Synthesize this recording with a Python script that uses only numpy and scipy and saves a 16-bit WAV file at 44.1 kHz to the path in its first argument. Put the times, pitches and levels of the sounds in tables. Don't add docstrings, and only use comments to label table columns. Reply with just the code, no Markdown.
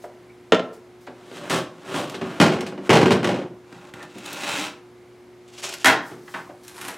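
import sys
import numpy as np
from scipy import signal
from scipy.fft import rfft, irfft, next_fast_len
from scipy.io import wavfile
from scipy.ndimage import uniform_filter1d, minimum_filter1d

SR = 44100
rng = np.random.default_rng(int(sys.argv[2]) if len(sys.argv) > 2 else 0)


def generate_wav(signal):
    frames = np.transpose(np.atleast_2d(signal))
    scaled = np.clip(frames, -1, 1) * 32767
    pcm = np.round(scaled).astype(np.int16)
    wavfile.write(sys.argv[1], SR, pcm)


N = 307377
TIME = np.arange(N) / SR
RING = TIME[:SR // 2]


# (time [s], first board's level [dB], delay of second board [s], its level [dB], brightness [dB per octave],
#  rattle level [dB], rattle fading [dB per s], rattle length [s])
PANEL_LANDINGS = [(2.4005, -13, 0.014, -13.5, 0.5, -23, 71, .22),
                  (2.8935, -16, .008, -13.5, 0, -13.5, 126, .06),
                  (3.014, -19.5, .016, -19.5, -0.94, -20, 199, .04),
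                  (3.107, -18, .012, -16, -0.25, -29.5, 130, .06),
                  (3.23, -27.5, .014, -21.5, -0.5, -24, 93, .17)]
# (time [s], level [dB], brightness [dB per octave], decay of the contact's chatter [s])
PANEL_BUMPS = [(1.315, -43.5, -1, .012), (1.498, -31, 4.5, 0.022), (2.143, -35.5, 0.5, 0.017),
               (2.213, -28, -2, 0.032), (2.608, -37.5, 3.5, 0.0089), (2.665, -36.5, 2, 0.024),
               (2.724, -35, -3, 0.025), (2.778, -34.5, -3, 0.036), (4.155, -40.5, -4.5, 0.027),
               (6.115, -39.5, -2, 0.034)]
# (frequency [Hz], level [dB])
PANEL_MODES = [(226.1, -32), (360.7, -27.5), (441.4, -28.5), (812.9, -32.5), (947.5, -34.0), (1249, -48),
               (1432, -33), (1588, -37), (1787, -59), (1938, -33.5), (2180, -32), (2455, -39), (2546, -34),
               (2735, -43), (2848, -30), (3052, -36), (3171, -37.0), (130, -54), (163, -45), (184, -47),
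               (266, -33.5), (291, -27.0), (325, -66.0), (545, -32.5), (660, -42)]
# (frequency [Hz], level [dB])
PANEL_COLOUR = [(29, -85), (50, -56), (96, -11.5), (171, -6.5), (229, -0.5), (258, -1), (362, 1.5),
                (408, -2), (450, -3.5), (1330, -14), (2950, -19), (8340, -33), (12600, -46.5), (16000, -54)]


def panel_blows():
    falls = landings(PANEL_LANDINGS, first_chatter=0.015, second_chatter=.016, rattle_chatter=.024,
                     rattle_bright_db=0)
    return blows(falls + PANEL_BUMPS, PANEL_MODES, PANEL_COLOUR, modes_db=-8.5, crack_db=-13,
                 t60=0.19, t60_slope=0.73, detune=0.0093,
                 hollow_hz=229, hollow_width_hz=72, hollow_db=-9.5, lowest_hz=100)


# (time [s], first end's level [dB], delay of second end [s], its level [dB], brightness [dB per octave],
#  rattle level [dB], rattle fading [dB per s], rattle length [s])
BATTEN_LANDINGS = [(5.845, -14.5, .0115, -7.5, 1, -13.5, 170, .06)]
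# (time [s], level [dB], brightness [dB per octave], decay of the contact's chatter [s])
BATTEN_NUDGES = [(6.3401, -32, -4.5, 0.044), (6.881, -34.5, -2.2, .025)]
# (frequency [Hz], level [dB])
BATTEN_MODES = [(360.7, -38), (640.6, -32), (845.2, -29.5), (904.4, -29), (979.8, -30), (1061, -29.5),
                (1217, -36), (1480, -40), (1561, -50), (1776, -33), (1970, -38), (2078, -42), (2143, -53),
                (2272, -52), (2439, -42), (2998, -41), (3165, -38), (3262, -28.5), (3790, -30), (4129, -60)]
# (frequency [Hz], level [dB])
BATTEN_COLOUR = [(35, -66), (60, -31), (118, -0.5), (244, -8), (281, 1), (593, -5.5), (651, -5.5),
                 (767, -0.5), (822, 3), (1140, -9.5), (1510, 0.5), (2470, -8.5), (9130, -16.5),
                 (16000, -33)]


def batten_blows():
    falls = landings(BATTEN_LANDINGS, first_chatter=0.017, second_chatter=0.012, rattle_chatter=0.012,
                     rattle_bright_db=-2.5)
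    return blows(falls + BATTEN_NUDGES, BATTEN_MODES, BATTEN_COLOUR, modes_db=-4, crack_db=-23,
                 t60=0.27, t60_slope=0.87, detune=0.0048,
                 hollow_hz=1750, hollow_width_hz=870, hollow_db=-4, lowest_hz=185)


# (time [s], level [dB], brightness [dB per octave], decay of the contact's chatter [s])
TABLE_BLOWS = [(.5218, -10.5, -1.5, 0.0047), (.533, -19, -6.5, 0.0041), (.5455, -25, -1, 0.0074),
               (.5525, -26.5, -4, 0.002), (.595, -31.5, -3, 0.0061)]
# (frequency [Hz], level [dB])
TABLE_MODES = [(183.0, -50), (226.1, -43), (296.1, -32.5), (333.8, -28), (446.8, -41), (527.6, -38),
               (656.8, -31), (829.0, -62), (963.6, -33), (1050, -33), (1303, -49), (1803, -35), (1890, -51),
               (2218, -34.5), (2891, -50), (3063, -43), (3214, -42.5), (3289, -37)]
# (frequency [Hz], level [dB])
TABLE_COLOUR = [(40, -19), (100, -43), (190, -8.5), (260, -3.5), (370, -14), (460, -8.5), (900, -9.5),
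                (1400, -8), (2200, -15.5), (3100, -10.5), (4200, -20.5), (7000, -26), (10000, -39),
                (16000, -59)]


def table_blows():
    return blows(TABLE_BLOWS, TABLE_MODES, TABLE_COLOUR, modes_db=-4.5, crack_db=-5.5,
                 t60=0.1, t60_slope=0.45, detune=0.0021,
                 hollow_hz=446, hollow_width_hz=115, hollow_db=-1.5, lowest_hz=113)


def landings(rows, first_chatter, second_chatter, rattle_chatter, rattle_bright_db):
    gap_s, gap_scatter = .024, .2
    level_scatter_db, dulling = 1.5, 12.6
    hits = []
    for s, first_db, lag, second_db, bright_db, rattle_db, fading, length in rows:
        hits.append((s, first_db, bright_db, first_chatter))
        hits.append((s + lag, second_db, bright_db, second_chatter))
        for k, (early, strong) in enumerate(rng.standard_normal(size=(16, 2))):
            age = k * gap_s
            if age < length:
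                moment = s + lag + age + gap_s * (1 + gap_scatter * early)
                level_db = rattle_db - fading * age + level_scatter_db * strong
                knock_bright_db = bright_db + rattle_bright_db - dulling * age
                hits.append((moment, level_db, knock_bright_db, rattle_chatter))
    return hits


def blows(rows, modes, body, modes_db, crack_db, t60, t60_slope, detune,
          hollow_hz, hollow_width_hz, hollow_db, lowest_hz):
    hz, db = np.transpose(modes)[:, :, None]
    life = t60 * (hz / 500) ** -t60_slope
    fading = np.exp(-np.log(1000) * RING / life)
    rings = undb(db) / np.sqrt(life) * fading * np.sin(2 * np.pi * hz * RING)
    out = np.zeros(N)
    for s, level_db, bright_db, chatter in rows:
        contact = burst(grains(len(RING), 9000, 0.31) * np.exp(-RING / chatter))
        contact[0] += undb(crack_db) * np.sqrt(SR / 20)
        dense = burst(colour(contact, body, bright_db))
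        narrowed = band(contact, hollow_hz, hollow_width_hz)
        hollow = burst(band(narrowed, hollow_hz, hollow_width_hz * 2))
        share_db = 2 * rng.standard_normal(len(hz)) + bright_db * np.log2(hz[:, 0])
        shares = rng.choice([-1, 1], len(hz)) * undb(share_db)
        stretched = RING * (1 + detune * rng.standard_normal())
        strong = burst(np.interp(stretched, RING, shares @ rings))
        blow = burst(dense + undb(hollow_db) * hollow + undb(modes_db) * strong)
        add(out, s, undb(level_db) * blow)
    return signal.sosfilt(signal.butter(4, lowest_hz, "high", fs=SR, output="sos"), out)


# (time [s], level [dB])
HEAVES = [(.523, -47), (2.401, -48), (2.47, -47), (2.895, -26), (3.029, -38), (3.117, -35), (5.87, -40.5)]


def heaves(sag_hz, width_hz, decay):
    out = np.zeros(N)
    for s, db in HEAVES:
        thud = rng.standard_normal(len(RING)) * np.exp(-RING / decay)
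        for _ in range(3):
            thud = band(thud, sag_hz, width_hz)
        add(out, s, undb(db) * burst(thud))
    return out


# (time at full speed [s], rise [s], hold [s], fall [s], level of the wood [dB], hiss relative to it [dB])
EDGE_DRAG = [(1.2, 0.24, .05, .15, -52, -10), (1.365, 0.14, 0.018, 0.092, -38, -7),
             (1.44, .1, 0.045, .03, -36, -12.5), (1.507, 0.015, 0.055, 0.081, -21.5, -8.5),
             (1.955, .11, 0.031, 0.11, -24, -10.5), (2.03, 0.4, 0.12, 0.12, -41, -9),
             (2.27, 0.15, 0.15, 0.068, -36, -14), (2.86, 0.051, 0.019, .015, -37, -11)]
# (frequency [Hz], level [dB])
DRAG_COLOUR = [(35, -51), (60, -29), (164, -3), (238, -3.5), (363, 1), (417, -6), (593, -4), (803, -9.5),
               (1110, -7.5), (2770, -17.5), (3040, -17), (4640, -27.5), (8320, -31), (16000, -49.5)]


def edge_drag():
    return slide(EDGE_DRAG, DRAG_COLOUR, rate=6600, spread_db=-0.5, judder_db=0.5, peaks_db=-8.5,
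                 wood_db=-1.5, hiss_db=-0.5)


# (time at full speed [s], rise [s], hold [s], fall [s], level of the wood [dB], hiss relative to it [dB])
PANEL_PUSH = [(3.73, 0.13, 0.16, 0.046, -42, -9.5), (3.945, .015, 0.1, 0.056, -34.5, -13),
              (4.17, 0.05, 0.013, 0.046, -40.5, -5), (4.255, 0.043, 0.081, 0.19, -34, -2.5),
              (4.48, 0.29, .16, .08, -24.5, -1)]
# (frequency [Hz], level [dB])
PUSH_COLOUR = [(47, -57), (80, -17), (217, 4.5), (253, -4.5), (283, 11.5), (395, -1.5), (588, 1.5),
               (734, -3.5), (785, 4), (2040, -8), (2660, -15.5), (4730, -29.5), (7360, -29.5),
               (14600, -49.5), (16000, -45)]


def panel_push():
    return slide(PANEL_PUSH, PUSH_COLOUR, rate=5100, spread_db=-2, judder_db=-1.0, peaks_db=0,
                 wood_db=-8.0, hiss_db=-5.0)


# (time at full speed [s], rise [s], hold [s], fall [s], level of the wood [dB], hiss relative to it [dB])
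BATTEN_SCRAPE = [(5.55, 0.15, 0.045, .03, -52, 0), (5.655, 0.082, 0.082, 0.056, -32, 0.24),
                 (5.8, 0.064, 0.03, .02, -45, 2)]
# (frequency [Hz], level [dB])
SCRAPE_COLOUR = [(88, -36), (150, -17), (201, -9), (259, -15), (354, 2.5), (514, -6), (649, -1.5),
                 (1870, -6), (2870, 0.5), (4000, -6.5), (7320, -7), (12200, -23), (16000, -32)]


def batten_scrape():
    return slide(BATTEN_SCRAPE, SCRAPE_COLOUR, rate=8600, spread_db=1, judder_db=4.0, peaks_db=-23,
                 wood_db=-3.0, hiss_db=-2.0)


# (time at full speed [s], rise [s], hold [s], fall [s], level of the wood [dB], hiss relative to it [dB])
HAND_RUB = [(6.69, .13, .08, .1, -45, -0.5), (6.83, 0.12, 0.063, 0.18, -31.5, -6)]
# (frequency [Hz], level [dB])
RUB_COLOUR = [(60, -34), (120, -9.5), (350, -1), (600, -11), (850, -1.5), (1400, -2.5), (2200, -7.5),
              (5000, -17), (11000, -17), (16000, -36)]


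def hand_rub():
    return slide(HAND_RUB, RUB_COLOUR, rate=5600, spread_db=3.0, judder_db=2.5, peaks_db=-22,
                 wood_db=-7.0, hiss_db=-5.5)


# (frequency [Hz], width [Hz], level [dB])
SLIDE_PEAKS = [(616, 32, -5), (1400, 82, -1), (2650, 180, 2), (3120, 61, -15), (3780, 230, -4),
               (3940, 120, -8), (6150, 230, -25)]


def slide(strokes, body, rate, spread_db, judder_db, peaks_db, wood_db, hiss_db):
    contacts = grains(N, rate, spread_db) * undb(judder_db * walk(90))
    rub = colour(contacts, body)
    rub = rub + sum(undb(peaks_db + db) * band(rub, hz, width) for hz, width, db in SLIDE_PEAKS)
    wood = unit(signal.sosfilt(signal.butter(3, 3500, "low", fs=SR, output="sos"), rub))
    hiss = unit(signal.sosfilt(signal.butter(3, 3500, "high", fs=SR, output="sos"), rub))
    wood_power = hiss_power = 0
    for s, rise, hold, fall, db, rel_db in strokes:
        gain = undb(db) * stroke(s, rise, hold, fall)
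        wood_power = wood_power + gain ** 2
        hiss_power = hiss_power + (gain * undb(rel_db)) ** 2
    rumble = undb(wood_db) * wood * np.sqrt(wood_power)
    return rumble + undb(hiss_db) * (hiss + grit()) * np.sqrt(hiss_power)


def stroke(s, rise, hold, fall):
    before = np.maximum(s - TIME, 0) / max(rise, .002)
    after = np.maximum(TIME - s - hold, 0) / max(fall, .002)
    return undb(-20 * np.minimum(before + after, 10))


# (time [s], level [dB], pitch [Hz], width of the resonance [Hz])
KNOCKS = [(.037, -39, 574, 282), (1.069, -42.5, 895, 660), (1.081, -41, 324, 158),
          (2.144, -45.5, 3450, 1500), (2.212, -39, 640, 340), (6.275, -46.5, 1150, 696),
          (6.339, -35, 1550, 540), (6.349, -37, 940, 350), (6.385, -43.5, 1020, 520),
          (6.492, -43, 460, 335)]


def knocks(attack, decay):
    out = np.zeros(N)
    for s, db, hz, width in KNOCKS:
        push = rng.standard_normal(len(RING)) * np.minimum(RING / attack, 1) * np.exp(-RING / decay)
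        add(out, s, undb(db) * burst(band(band(push, hz, width), hz, width * 3)))
    return out


# (time [s], level [dB], brightness [dB per octave])
TICKS = [(1.068, -57, -4), (2.098, -45.5, -0.5), (3.726, -48.5, -6), (3.763, -48, -7), (3.938, -44, -5),
         (4.028, -49.5, -2), (4.183, -51.5, -.5), (4.26, -43.5, 0), (4.33, -43.5, 5), (5.604, -56, -1),
         (5.739, -40.5, 0), (6.68, -48, 3.5), (6.813, -43, 2), (6.882, -43.5, 6)]
# (frequency [Hz], level [dB])
TICK_COLOUR = [(40, -27), (150, -1.5), (500, -7), (2000, 5.5), (7000, -1), (12000, -6), (16000, -20)]


def ticks(decay):
    out = np.zeros(N)
    for s, db, bright_db in TICKS:
        snap = rng.standard_normal(len(RING)) * np.exp(-RING / decay)
        add(out, s, undb(db) * burst(colour(snap, TICK_COLOUR, bright_db)))
    return out


def grit():
    snap = rng.standard_normal(len(RING)) * np.exp(-RING / 0.0017)
    snaps = signal.fftconvolve(grains(N, 70, -1), snap)[:N]
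    return undb(-12.5) * unit(colour(snaps, TICK_COLOUR))


# (time of the middle [s], level [dB], pitch [Hz])
SQUEAKS = [(.304, -59, 2250), (4.012, -47, 1800)]


def squeaks(length, width_hz):
    out = np.zeros(N)
    for s, db, hz in SQUEAKS:
        swell = np.sin(np.pi * np.minimum(RING / length, 1)) ** 2
        slips = rng.standard_normal(len(RING)) * swell
        add(out, s - length / 2, undb(db) * burst(band(band(slips, hz, width_hz), hz, width_hz)))
    return out


# (time at full speed [s], rise [s], hold [s], fall [s], level [dB])
SLEEVE = [(.03, .08, .02, 0.037, -53), (0.732, .008, .012, 0.06, -52), (6.635, .01, .015, 0.027, -49.5),
          (1.01, .01, 0.033, .06, -58), (6.066, 0.076, .015, 0.12, -47.5), (6.308, .17, 0.057, .24, -49.5)]


def sleeve(low_hz, high_hz, db):
    cloth_band = signal.butter(1, [low_hz, high_hz], "band", fs=SR, output="sos")
    hiss = unit(signal.sosfilt(cloth_band, grains(N, 12000, 1.0)))
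    return hiss * sum(undb(level_db + db) * stroke(s, rise, hold, fall)
                      for s, rise, hold, fall, level_db in SLEEVE)


# (frequency [Hz], time to fall 60 dB [s])
GARAGE = [(100, 0.59), (400, 0.45), (1000, 0.45), (2500, 0.3), (5000, 0.3), (9000, 0.18), (15000, 0.2)]


def garage(x, wet_db):
    hz = np.fft.rfftfreq(len(RING), 1 / SR)
    noise, tail = rfft(rng.standard_normal(len(RING))), 0
    for centre, t60 in GARAGE:
        share = lookup([(f, f == centre) for f, _ in GARAGE], hz)
        tail = tail + irfft(noise * share, len(RING)) * np.exp(-np.log(1000) * RING / t60)
    tail = tail * np.clip((RING - .004) / 0.0039, 0, 1) / np.sqrt(SR * 0.019)
    return x + undb(wet_db) * signal.fftconvolve(x, tail)[:N]


# (frequency [Hz], level [dB])
HUM = [(120, -61), (240, -64), (360, -49.5), (480, -67), (720, -68.5), (1080, -86)]


def hum():
    return sum(undb(db + .5 * walk(5)) * np.sqrt(2) * np.sin(2 * np.pi * (hz * TIME + rng.random()))
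               for hz, db in HUM)


# (frequency [Hz], level [dB])
AIR = [(15, -74), (25, -39), (64, -10.5), (114, -10.5), (249, -5), (301, -6.5), (363, -6), (416, -7),
       (714, -13.5), (775, -12), (1890, -19), (2110, -16.5), (2480, -22), (11000, -36), (16000, -46)]


def air():
    return undb(-53 + .5 * walk(3.6)) * unit(colour(rng.standard_normal(N), AIR))


def undb(db):
    return 10 ** (np.asarray(db) / 20)


def unit(x):
    return x / np.sqrt(np.mean(x ** 2))


def burst(x):
    return x * np.sqrt(SR / 20 / np.sum(x ** 2))


def lookup(points, hz):
    f, value = np.transpose(points)
    return np.interp(np.log(hz + 1), np.log(f), value)


def colour(x, points, tilt_db=0):
    size = 2 * next_fast_len(len(x))
    hz = np.fft.rfftfreq(size, 1 / SR)
    db = lookup(points, hz) + tilt_db * np.log2(np.clip(hz, 200, 12000) / 1000)
    cepstrum = irfft(np.log(undb(db)))
    cepstrum[1:size // 2] *= 2
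    cepstrum[size // 2 + 1:] = 0
    return irfft(rfft(x, size) * np.exp(rfft(cepstrum)))[:len(x)]


def band(x, hz, width):
    return signal.lfilter(*signal.iirpeak(hz, hz / width, fs=SR), x)


def grains(size, rate, spread_db):
    strength = undb(spread_db * np.minimum(rng.exponential(size=size), 4))
    happens = rng.random(size) < rate / SR
    return unit(happens * rng.standard_normal(size) * strength)


def walk(rate):
    k = int(SR / rate)
    steps = np.repeat(rng.standard_normal(N // k + 1), k)
    return unit(uniform_filter1d(steps, k)[:N])


def add(track, s, sound):
    i = max(int(s * SR), 0)
    track[i:i + len(sound)] += sound[:N - i]


def scene():
    slides = edge_drag() + panel_push() + batten_scrape() + hand_rub()
    small = ticks(decay=0.0048) + knocks(attack=0.0075, decay=0.011)
    small = small + squeaks(length=0.03, width_hz=160) + sleeve(low_hz=3220, high_hz=9300, db=-4.0)
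    near = panel_blows() + slides + small + heaves(sag_hz=115, width_hz=80, decay=0.017)
    far = undb(-4.5) * garage(batten_blows(), wet_db=-2)
    mid = garage(table_blows(), wet_db=-9.5) + garage(near, wet_db=-5.0) + far + air() + hum()
    reflections = garage(mid, wet_db=-9.5) - mid
    side_colour = [(100, -67), (500, -29), (2500, -20), (4500, -11.5), (9000, -16.5)]  # (Hz, dB)
    side = colour(reflections, side_colour) + undb(-12.5) * air()
    return np.array([mid + side, mid - side])


def record(dry):
    hold = int(SR * 0.002)
    gain = np.minimum(1, .92 / (np.abs(dry).max(axis=0) + 1e-9))
    limited = dry * uniform_filter1d(minimum_filter1d(gain, 2 * hold), hold)
    return signal.sosfilt(signal.ellip(10, .2, 80, 15900, fs=SR, output="sos"), limited)


dry = scene()
out = record(dry)
generate_wav(out)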